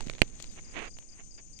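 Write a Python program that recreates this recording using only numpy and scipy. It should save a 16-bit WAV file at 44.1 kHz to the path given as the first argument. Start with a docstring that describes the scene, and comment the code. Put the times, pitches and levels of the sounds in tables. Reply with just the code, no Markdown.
"""Crickets sing at night around an open sack of fish, heard from a hand-held recorder.
Their wing strokes make short falling tones, scattered by plants; bush crickets buzz in swells.
A finger covers the right microphone, so the insects are on the left; on the right the finger
knocks, ticks and rasps over the port. The woven sack crinkles and the grip rumbles faintly."""
import sys
import numpy as np
from scipy import signal
from scipy.fft import rfft, irfft
from scipy.io import wavfile
from scipy.ndimage import uniform_filter1d

SR = 44100
rng = np.random.default_rng(int(sys.argv[2]) if len(sys.argv) > 2 else 0)


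def store_pcm(level_fs):
    """Save levels as 16-bit WAV."""
    pcm = np.round(np.clip(level_fs, -1, 1) * 32767).astype(np.int16)
    wavfile.write(sys.argv[1], SR, np.atleast_2d(pcm).T)


N = 70560

# skin rubbing on the port (frequency [Hz], gain [dB])
SKIN_SPECTRUM = [(60, -22), (300, 1), (1000, -4), (1550, -5.5), (2150, 0), (2750, -3), (3500, -12.5),
                 (4500, -20), (8000, -38.5), (16000, -67)]
# woven plastic; also the knock's thin click (frequency [Hz], gain [dB])
SACK_SPECTRUM = [(150, -8.5), (1000, -10.5), (2200, -1.5), (3700, 3.5), (5000, 0.5), (6500, -1),
                 (8200, -0.5), (10000, -25), (13000, -22), (16000, -40)]


def near_crickets():
    """One cricket chirps in twos and threes, another pulses evenly; plants scatter both."""
    # (first syllable [s], syllables [count], level [dB])
    chirps = [(.461, 2, -50.5), (.648, 3, -49), (0.874, 3, -49), (1.092, 2, -47), (1.313, 3, -46.5),
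              (1.533, 2, -46.5)]
    syllable_gap_s, pulse_gap_s, pulser_db = .033, .0843, -50
    chirper = sum(undb(db) * syllable(at + k * syllable_gap_s, hz=4975, width_s=.004, sag_hz_per_s=35000)
                  for at, count, db in chirps for k in range(count))
    chirper *= undb(2.5 * walk(900) - 1)  # fast level flutter
    pulser = sum(syllable(at, hz=7050, width_s=.0095, sag_hz_per_s=5600)
                 for at in np.arange(.022, N / SR, pulse_gap_s))
    return (scatter(chirper, wet_db=.5, decay_s=.009, delay_s=.004)
            + undb(pulser_db) * scatter(pulser, wet_db=-6, decay_s=.016, delay_s=.0022))


def syllable(at, hz, width_s, sag_hz_per_s):
    """One wing stroke: a tone that swells, fades more slowly and sags in pitch."""
    u = clock() - at
    envelope = np.exp(-(u / np.where(u < 0, width_s, 1.6 * width_s)) ** 2)
    return envelope * np.sin(2 * np.pi * (hz * u - sag_hz_per_s * u ** 2 / 2))


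def chorus():
    """Far crickets trill in falling syllables, blurred by distance, over countless others."""
    # wash of insects and night air (frequency [Hz], gain [dB])
    night_spectrum = [(300, -30), (1000, -30.5), (1700, -35.5), (2700, -22), (3400, -27), (4100, -26),
                      (4800, -19), (5500, -16.5), (5900, -11.5), (6200, -4.5), (6950, -3.5), (7350, -21.5),
                      (8000, -15.5), (8900, -19), (9400, -48.5), (16000, -44.5)]
    # (pitch [Hz], syllable rate [1/s], level [dB])
    far_crickets = [(6280, 78, -58.5), (6820, 32, -65.5), (6570, 26, -63.5)]
    wash_db = -55.5 + 1.5 * walk(39)
    out = undb(wash_db) * noise(night_spectrum)
    for hz, per_s, db in far_crickets:
        stroke_phase = (rng.random() + np.cumsum(per_s * (1 + .033 * walk(3.7))) / SR) % 1
        pitch_hz = hz * (1 - .093 * (stroke_phase - .5) + .00398 * walk(90))
        trill = np.sin(np.pi * stroke_phase) ** 2 * np.sin(2 * np.pi * np.cumsum(pitch_hz) / SR)
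        out += undb(db) * unit(scatter(trill, wet_db=2, decay_s=.028, delay_s=.001))
    return out


def bush_crickets():
    """Narrow bands of buzz that swell regularly."""
    # (pitch [Hz], bandwidth [Hz], one crest [s], period [s], crest level [dB])
    buzzers = [(8400, 360, 1.085, .088, -62.5), (5874, 570, 1.24, .275, -66.5)]
    out = np.zeros(N)
    for hz, width_hz, crest_s, period_s, db in buzzers:
        band = signal.butter(2, [hz - width_hz / 2, hz + width_hz / 2], "band", fs=SR, output="sos")
        buzz = unit(signal.sosfilt(band, rng.standard_normal(N)))
        swell = np.cos(np.pi * (clock() - crest_s) / period_s) ** 2
        out += undb(db) * swell * buzz
    return out


def finger_knock():
    """The finger strikes the right port: a ring, a push of air, soft bumps; a thin click on the left."""
    # strike and rebound (time [s], level [dB])
    knocks = [(.21805, 4.5), (.22135, -10)]
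    # (frequency [Hz], gain [dB], time to crest [s])
    port_modes = [(640, -9, 0.00029), (2478, 0.5, 0.00022), (4033, -12.5, 0.00034), (8980, -31, 0.00032)]
    # air into the port (time [s], level [dB], decay [s])
    pushes = [(0.2186, -3.5, 0.0021), (0.2247, -26.5, 0.014)]
    # soft hand bumps (time [s], level [dB], pitch [Hz], time to crest [s])
    bumps = [(.0062, -36, 884, 0.0017), (0.0682, -24.5, 192, 0.0015), (0.2309, -26.5, 290, 0.0011)]
    push_rise_s = .00021
    port = sum(ring(at, db + mode_db, hz, crest_s)
               for at, db in knocks for hz, mode_db, crest_s in port_modes)
    for at, db, decay_s in pushes:
        u = np.maximum(clock() - at, 0)
        port += undb(db) * (np.exp(-u / decay_s) - np.exp(-u / push_rise_s))
    port += sum(ring(*bump) for bump in bumps)
    left_contacts = by_force([(at + .0005, db - 22.5) for at, db in knocks])
    click = ticks(left_contacts, SACK_SPECTRUM, tail_db=31, tail_s=.0015, vary_db=0)
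    return np.array([click, port])


def finger_taps():
    """Light, dry ticks on the case beside the right port."""
    # (time [s], peak [dB])
    contacts = [(.0070, -25), (.0842, -29), (.0982, -14.5), (.1145, -33), (.1354, -31), (.1515, -31),
                (.1832, -28), (.1919, -28), (.9700, -38), (.9871, -29)]
    # (frequency [Hz], gain [dB])
    case_spectrum = [(80, -5.5), (600, 3.5), (1200, -6), (2300, 1.5), (3300, -2.5), (4500, -7.5),
                     (6500, -21.5), (9000, -29), (16000, -45)]
    leak_db = -27.5
    taps = ticks(by_force(contacts), case_spectrum, tail_db=-2, tail_s=.001, vary_db=1)
    return np.array([undb(leak_db) * taps, taps])


def finger_slides():
    """Skin catches and slips over the right port in a dense rasp."""
    # (start [s], attack [s], hold [s], release [s], level [dB], change over hold [dB])
    slides = [(0.545, 0.03, 0.018, 0.017, -47, 0.5), (0.629, 0.0094, 0.103, 0.03, -62, 5),
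              (0.725, 0.045, 0.11, 0.02, -33, -10), (0.991, 0.0071, 0.032, .015, -68.5, 7),
              (1.09, 0.025, 0.053, 0.032, -64.5, 1), (1.163, 0.033, 0.011, 0.03, -51, 0.5),
              (1.373, 0.0085, 0.013, 0.026, -52, 1.5)]
    leak_db = -25.5
    pressure = np.zeros(N)
    for at, attack_s, hold_s, release_s, db, change_db in slides:
        corners_s = at + np.cumsum([0, attack_s, hold_s, release_s])
        pressure += undb(db) * np.interp(clock(), corners_s, [0, 1, undb(change_db / 2), 0]) ** 2
    left, right = [unit(colour(grains(per_s=5400, spread_db=-2), SKIN_SPECTRUM)) for _ in range(2)]
    return pressure * np.array([undb(leak_db) * left, right])


def sack():
    """Woven plastic snaps and rustles as it settles; one fold slips with a soft, high swish."""
    # (time [s], peak [dB], tilt [dB/octave])
    crinkles = [(.0073, -26.5, 0), (.0716, -30.5, -1.5), (.0974, -29.5, -2.5), (.1362, -34, 1),
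                (.2308, -26.5, -6), (.4009, -30, -2.5), (.4078, -36.5, 1), (.4251, -22.5, 7),
                (.4422, -30, -2), (.7904, -33, -1.5), (.8538, -31, -1.5), (.9872, -37.5, 4.5),
                (1.0258, -44, 0.5), (1.2350, -49.5, -0.5), (1.2742, -46.5, -11), (1.5900, -33, 3.5)]
    # (time [s], level [dB])
    rustle_levels = [(0, -51), (.14, -58.5), (.37, -61.5), (.412, -50.5), (.47, -62.5), (1.02, -72.5),
                     (1.1, -80)]
    swish_at_s, swish_decay_s, swish_db = .513, .022, -51
    t = clock()
    rustle_db = np.interp(t, *np.array(rustle_levels).T)
    rustle = undb(rustle_db) * unit(colour(grains(per_s=900, spread_db=3), SACK_SPECTRUM))
    slip = (t > swish_at_s) * np.exp(-np.abs(t - swish_at_s) / swish_decay_s)
    swish = undb(swish_db) * slip * noise(tilted(SACK_SPECTRUM, db_per_octave=3))
    snaps = ticks(crinkles, SACK_SPECTRUM, tail_db=7.5, tail_s=.0013, vary_db=1)
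    return snaps + rustle + swish


def grip():
    """The hand rumbles through the case; the resting finger creeps on the port with a faint hiss."""
    # (time [s], left level [dB], right level [dB])
    rumble_levels = [(0, -51, -33.5), (.12, -50.5, -37), (.27, -50.5, -40.5), (.58, -49.5, -42.5),
                     (0.841, -50, -45.5), (1.1, -52.5, -49.5), (1.6, -52, -48.5)]
    # (frequency [Hz], gain [dB])
    rumble_spectrum = [(10, 3.5), (28, 4), (50, -13), (110, -13), (260, -19), (500, -28.5), (1000, -41),
                       (3000, -81)]
    times_s, *sides_db = np.array(rumble_levels).T
    left_db, right_db = [np.interp(clock(), times_s, db) for db in sides_db]
    left, right = [undb(db) * noise(rumble_spectrum) for db in (left_db, right_db)]
    hiss_db = -74 + 1.3 * (right_db - right_db[-1]) + 2 * walk(21)
    return np.array([left, right + undb(hiss_db) * noise(SKIN_SPECTRUM)])


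def ticks(contacts, spectrum, tail_db, tail_s, vary_db):
    """Sharp contacts ring a body briefly, each with its own tilt and random tint."""
    t, out = clock(), np.zeros(N)
    for at, db, db_per_octave in contacts:
        tail = rng.standard_normal(N) * np.exp(-t / tail_s)
        tint = tilted(spectrum, db_per_octave)
        tint[:, 1] += vary_db * rng.standard_normal(len(spectrum))
        click = colour((t == 0) + undb(tail_db) * tail / np.linalg.norm(tail), tint)
        start = int(at * SR)
        out[start:] += undb(db) * click[:N - start] / np.abs(click).max()
    return out


def by_force(contacts, neutral_db=-25.5):
    """Harder is brighter: append a tilt [dB/octave] to each (time [s], level [dB])."""
    return [(at, db, .069 * (db - neutral_db)) for at, db in contacts]


def ring(at, db, hz, crest_s):
    """Damped mode that swells to its crest and dies away."""
    u = np.maximum(clock() - at, 0)
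    return -undb(db) * u / crest_s * np.exp(1 - u / crest_s) * np.sin(2 * np.pi * hz * u)


def scatter(x, wet_db, decay_s, delay_s):
    """Add a dense, fading tail of reflections."""
    t = clock()
    tail = rng.standard_normal(N) * np.exp(-t / decay_s) * (t > delay_s)
    return x + undb(wet_db) * signal.fftconvolve(x, tail / np.linalg.norm(tail))[:N]


def grains(per_s, spread_db):
    """Random tiny impulses of uneven size."""
    impulses = (rng.random(N) < per_s / SR) * rng.standard_normal(N)
    size_db = spread_db * np.minimum(rng.exponential(size=N), 4)
    return unit(impulses * undb(size_db))


def noise(spectrum):
    """Coloured noise, rms 1."""
    return unit(colour(rng.standard_normal(N), spectrum))


def colour(x, spectrum):
    """Minimum-phase filter through (frequency [Hz], gain [dB]) points."""
    hz, db = np.array(spectrum).T
    bins_hz = np.maximum(np.arange(N + 1) * SR / (2 * N), 1)
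    gain = undb(np.interp(np.log(bins_hz), np.log(hz), db))
    cepstrum = irfft(np.log(gain))
    cepstrum[1:N] *= 2
    cepstrum[N + 1:] = 0
    return irfft(rfft(x, 2 * N) * np.exp(rfft(cepstrum)))[:N]


def tilted(spectrum, db_per_octave):
    """Spectrum with an added slope."""
    hz, db = np.array(spectrum).T
    return np.column_stack([hz, db + db_per_octave * np.log2(hz / hz[0])])


def walk(rate_hz):
    """Smooth random wander, rms 1."""
    hold = int(SR / rate_hz)
    steps = np.repeat(rng.standard_normal(N // hold + 1), hold)
    return unit(uniform_filter1d(uniform_filter1d(steps, hold), hold)[:N])


def undb(db):
    """Decibels to gain."""
    return 10 ** (np.asarray(db) / 20)


def unit(x):
    """Scale to rms 1."""
    return x / np.sqrt(np.mean(x ** 2))


def clock():
    """Sample times [s]."""
    return np.arange(N) / SR


def scene():
    """Insects and sack at the open left port, handling mostly at the covered right one."""
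    # path past the finger (frequency [Hz], gain [dB])
    covered_response = [(2500, -8), (5000, -21), (6500, -35), (8500, -35)]
    outside = near_crickets() + chorus() + bush_crickets() + sack()
    ports = np.array([outside, colour(outside, covered_response)])
    return ports + finger_slides() + finger_taps() + finger_knock() + grip()


def record(dry):
    """The knock overloads the recorder; a low-pass cuts the top."""
    top_hz = 16500
    lowpass = signal.ellip(8, .2, 70, top_hz, fs=SR, output="sos")
    return signal.sosfilt(lowpass, np.clip(dry, -1, 1))


dry = scene()
out = record(dry)
store_pcm(out)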